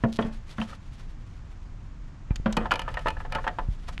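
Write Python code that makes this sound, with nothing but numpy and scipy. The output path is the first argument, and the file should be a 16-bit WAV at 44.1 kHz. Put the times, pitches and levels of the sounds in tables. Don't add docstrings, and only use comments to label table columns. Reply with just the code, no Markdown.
import sys
import numpy as np
from scipy import signal
from scipy.fft import rfft, irfft, next_fast_len
from scipy.io import wavfile
from scipy.ndimage import map_coordinates

SR = 44100
rng = np.random.default_rng(int(sys.argv[2]) if len(sys.argv) > 2 else 0)


def put_to_file(sound):
    columns = np.atleast_2d(sound).T
    safe = np.clip(columns, -1, 1)
    whole_steps = np.round(safe * 32767)
    wavfile.write(sys.argv[1], SR, whole_steps.astype(np.int16))


N = 176400
BLOW_SAMPLES = 16384
T = np.arange(BLOW_SAMPLES) / SR

# (time [s], clack [dB], tilt [dB/octave], boom [dB], chatter against clack [dB])
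DROPS = [(0.037, -20.5, -5.5, -9.5, -42), (0.188, -20, -4.5, -15, -17), (.247, -39.5, -3, -24, -8),
         (.582, -33, -0.5, -21.5, -28), (.600, -42.5, 7, -19.5, -28), (2.459, -22.5, -2.5, -13, -16),
         (2.57, -23.5, -4, -17.5, -9.5)]
# (time [s], level [dB], pitch [Hz])
KNOCKS = [(.224, -36.5, 3350), (0.615, -33.5, 3070), (2.307, -44, 2330), (2.656, -28, 1035),
          (2.709, -24.5, 2945), (2.719, -19.5, 1430), (2.879, -30.5, 1240), (2.971, -28.5, 1824),
          (3.059, -24.5, 600), (3.069, -21.5, 1323), (3.168, -38, 1700), (3.203, -37, 1630),
          (3.25, -36, 864), (3.354, -24.5, 933), (3.384, -32, 1090), (3.442, -32.5, 1764),
          (3.467, -27.5, 890), (3.476, -22, 1892), (3.586, -25, 1020), (3.886, -37.5, 1035)]
# (time [s], level [dB])
HANDLE_SLIPS = [(2.568, -28), (2.714, -28), (2.719, -34), (2.737, -34.5), (2.756, -34.5), (2.793, -32.5),
                (2.817, -39), (2.888, -47), (2.941, -41), (2.992, -45.5), (3.083, -31.5), (3.103, -38.5),
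                (3.322, -36), (3.35, -35.5)]
# (time [s], level [dB])
SCRAPE_LEVEL = [(.57, -82), (.59, -82), (.735, -43.5), (.77, -96), (2.6, -62), (2.9, -46.5), (3.28, -65),
                (3.35, -31.5), (3.54, -88)]
# (time [s], length [s], level [dB])
SCRATCHES = [(0.118, 0.032, -47), (.141, 0.036, -45), (0.492, 0.042, -52.5), (.645, 0.016, -60)]
# (time [s], level [dB])
TICKS = [(2.358, -39), (2.525, -38), (2.567, -43)]
# (time [s], level [dB], attack [s])
FOOTFALLS = [(2.308, -18, 0.0014), (2.399, -24.5, 0.00062), (3.686, -9.5, 0.011)]
# (time [s], level [dB])
RUSTLE_LEVEL = [(.18, -62), (.22, -50), (.31, -55), (.38, -63), (.55, -54), (.67, -46), (.81, -68),
                (.99, -55), (1.07, -66), (2.3, -76.5), (2.6, -61), (3.75, -57)]
WIND_LEVEL = [(2.2, -39), (2.4, -35), (3.05, -34.5)]

# (frequency [Hz], level [dB], t60 [s])
BOOM_MODES = [(125.4, -5.5, 0.087), (191, -8, 0.16), (221.3, -3.5, 0.26), (684.3, -20, 0.16)]
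WALL_MODES = [(523, -6, 0.1), (597, -15, 0.1), (729, -7, 0.14), (882.7, 1, 0.089), (981, 3, 0.042),
              (1287, -1.5, 0.062), (1754, -2, 0.054)]
WIRE_MODES = [(2377, -7, 0.063), (2520, -9.5, 0.11), (2900, -8.5, 0.059), (3033, 0, 0.033),
              (4270, -20.5, 0.059), (4870, -11, 0.025)]
GROUND_MODES = [(33, -1, 0.12), (50, -21, 0.2), (83, 13, 0.017)]
# (frequency [ratio to pitch], level [dB], t60 [s])
STICK_MODES = [(0.881, 11, 0.0068), (0.998, -0.5, 0.061)]
# (frequency [Hz], t60 [s])
WOOD_T60 = [(200, 0.3), (900, 0.085), (3000, 0.06), (9000, 0.033)]
SHARP_T60 = [(3000, 0.036), (10000, 0.019)]
# (frequency [Hz], relative level [dB])
KNOCK_COLOUR = [(380, -11), (560, -1), (850, -3.5), (1400, -0.5), (1850, -4), (2200, -10.5), (3100, -9.5),
                (4000, -19.5), (14000, -49)]
HANDLE_COLOUR = [(600, -8.5), (1500, -1.5), (3100, -2.5), (3800, -9.5), (6000, -15), (11500, -21.5),
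                 (15000, -47)]
BARK_COLOUR = [(1500, -7), (4000, 5.5), (11500, -15.5), (15000, -33)]
TICK_COLOUR = [(2200, -4.5), (4000, 1), (5200, -2.5), (7500, -1.5), (9000, -14.5), (14000, -27)]
LEAF_COLOUR = [(2000, 6.5), (3500, 5), (7000, -5), (10000, -11), (14000, -27)]
WIND_COLOUR = [(10, -35), (26, 5), (55, -7.5), (80, -12.5), (130, -15.5), (200, -27.5), (500, -97.5)]
HUSH_COLOUR = [(135, 1), (290, -5.5), (420, -17.5), (1100, -17), (2000, -23), (4000, -32), (7000, -34),
               (10000, -52), (14000, -103)]

CONTACT_ATTACK_S = 0.00062
THIN_TILT_DB, NEUTRAL_HZ = 2.5, 1420
CLICK_S, CLICK_HZ, CLICK_T60_S = 3.979, 2400, 0.0016
GRAINS_PER_S, BARK_SLIPS_PER_S, GRAIN_SPREAD_DB = 2400, 760, 4.5
CLUMPS_PER_S, CLUMP_DB, CRACKLE_SHARE = 45, 5.5, 0.46
ECHO_T60_S, ECHO_DB, HUSH_DB = 0.36, -19, -49.5
TOP_HZ = 14800


def drops():
    out = np.zeros(N)
    for s, db, tilt_db, boom_db, chatter_db in DROPS:
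        clack = knock(tilt_db, wall_db=-21)
        add(out, s, amp(db) * chatter(clack, span_s=0.082, db=chatter_db, count=7))
        add(out, s, amp(boom_db) * ring(BOOM_MODES, attack_s=0.003, detune=0.013))
    return out


def knock(tilt_db, wall_db):
    return contact(KNOCK_COLOUR, WOOD_T60, tilt_db) + amp(wall_db) * wall()


def wall():
    return ring(WALL_MODES, attack_s=0.001, detune=0.004)


def chatter(blow, span_s, db, count):
    fractions = (np.arange(count) + rng.random(count)) / count
    signs = np.sign(rng.standard_normal(count))
    out = blow.copy()
    for fraction, sign in zip(fractions, signs):
        add(out, fraction * span_s, amp(db) * sign * (1 - fraction / 2) * blow)
    return out


def sticks():
    out = np.zeros(N)
    for s, db, hz in KNOCKS:
        modes = [(hz * ratio, mode_db, t60) for ratio, mode_db, t60 in STICK_MODES]
        note = ring(modes, attack_s=0.0004, detune=0.015)
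        clack = knock(THIN_TILT_DB * np.log2(hz / NEUTRAL_HZ), wall_db=1.5)
        add(out, s, amp(db) * (amp(-5) * clack + note))
    return out


def handle():
    out = np.zeros(N)
    for s, db in HANDLE_SLIPS:
        wire = ring(WIRE_MODES, attack_s=0.0007, detune=0.002)
        click = contact(HANDLE_COLOUR, SHARP_T60)
        add(out, s, amp(db) * (amp(-2) * click + amp(4.5) * wire + amp(2) * wall()))
    return out


def scrape():
    jerks = signal.fftconvolve(grains(GRAINS_PER_S), knock(tilt_db=-0.5, wall_db=-8.5))[:N]
    return level(SCRAPE_LEVEL) * unit(jerks)


def scratches():
    out = np.zeros(N)
    for s, length_s, db in SCRATCHES:
        stroke = np.sqrt(np.abs(np.hanning(round(length_s * SR))))
        grit = unit(coloured(grains(BARK_SLIPS_PER_S)[:BLOW_SAMPLES], BARK_COLOUR))
        add(out, s, amp(db) * stroke * grit[:len(stroke)])
    return out


def ticks():
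    out = np.zeros(N)
    for s, db in TICKS:
        add(out, s, amp(db) * contact(TICK_COLOUR, SHARP_T60))
    click = ring([(CLICK_HZ, -9, CLICK_T60_S)], attack_s=0.00026, detune=0)
    add(out, CLICK_S, click)
    return out


def footfalls():
    out = np.zeros(N)
    for s, db, attack_s in FOOTFALLS:
        add(out, s, amp(db) * ring(GROUND_MODES, attack_s, detune=0.05))
    return out


def leaves():
    knots = rng.standard_normal(SR // 10)
    clumps = amp(CLUMP_DB * map_coordinates(knots, [np.arange(N) / SR * CLUMPS_PER_S]))
    crackle = np.sqrt(CRACKLE_SHARE) * grains(GRAINS_PER_S)
    brushing = np.sqrt(1 - CRACKLE_SHARE) * rng.standard_normal(N)
    return level(RUSTLE_LEVEL) * unit(coloured(clumps * (crackle + brushing), LEAF_COLOUR))


def tree_echo(near):
    tail = dying_noise([(2000, ECHO_T60_S)])
    return amp(ECHO_DB) * signal.fftconvolve(near, tail / np.linalg.norm(tail))[:N]


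def wind():
    return level(WIND_LEVEL) * unit(coloured(rng.standard_normal(N), WIND_COLOUR))


def hush():
    return amp(HUSH_DB) * unit(coloured(rng.standard_normal(N), HUSH_COLOUR))


def contact(colour, t60s, tilt_db=0):
    attack = 1 - np.exp(-T / CONTACT_ATTACK_S)
    burst = coloured(dying_noise(t60s) * attack, colour, tilt_db)
    return burst / np.linalg.norm(burst) * np.sqrt(SR / 100)


def ring(modes, attack_s, detune):
    hz, db, t60 = np.transpose(modes)[:, :, None]
    strength, shift, polarity = rng.standard_normal((3, len(modes), 1))
    fade = amp(db + 2 * strength - 60 * T / t60)
    tones = np.sign(polarity) * np.sin(2 * np.pi * hz * (1 + detune * shift) * T)
    return (fade * tones).sum(0) * (1 - np.exp(-T / attack_s))


def grains(per_s):
    sizes = amp(GRAIN_SPREAD_DB * np.minimum(rng.exponential(size=N), 4))
    slips = rng.random(N) < per_s / SR
    return unit(slips * rng.choice([-1, 1], N) * sizes)


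def dying_noise(t60s):
    hz, t, spectra = signal.stft(rng.standard_normal(BLOW_SAMPLES), SR, nperseg=128)
    fade = amp(-60 * t / along(t60s, hz)[:, None])
    return signal.istft(spectra * fade, SR)[1][:BLOW_SAMPLES]


def coloured(x, colour, tilt_db=0):
    size = 2 * next_fast_len(len(x))
    hz = np.fft.rfftfreq(size, 1 / SR)
    octaves = np.log2(np.clip(hz, 300, 6000) / 1000)
    cepstrum = irfft(np.log(amp(along(colour, hz) + tilt_db * octaves)))
    cepstrum[1:size // 2] *= 2
    cepstrum[size // 2 + 1:] = 0
    return irfft(rfft(x, size) * np.exp(rfft(cepstrum)))[:len(x)]


def amp(db):
    return 10 ** (np.asarray(db) / 20)


def unit(x):
    return x / np.sqrt(np.mean(x ** 2) + 1e-20)


def along(points, hz):
    point_hz, values = np.transpose(points)
    return np.interp(np.log(hz + 1), np.log(point_hz), values)


def level(points):
    return amp(np.interp(np.arange(N) / SR, *np.transpose(points)))


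def add(track, s, sound):
    part = track[round(s * SR):][:len(sound)]
    part += sound[:len(part)]


def scene():
    near = drops() + sticks() + handle() + ticks() + scrape() + scratches() + leaves()
    return (near + tree_echo(near) + footfalls() + hush() + wind())[None]


def record(dry):
    lowpass = signal.ellip(10, 0.1, 90, TOP_HZ, fs=SR, output="sos")
    return signal.sosfilt(lowpass, dry)


dry = scene()
out = record(dry)
put_to_file(out)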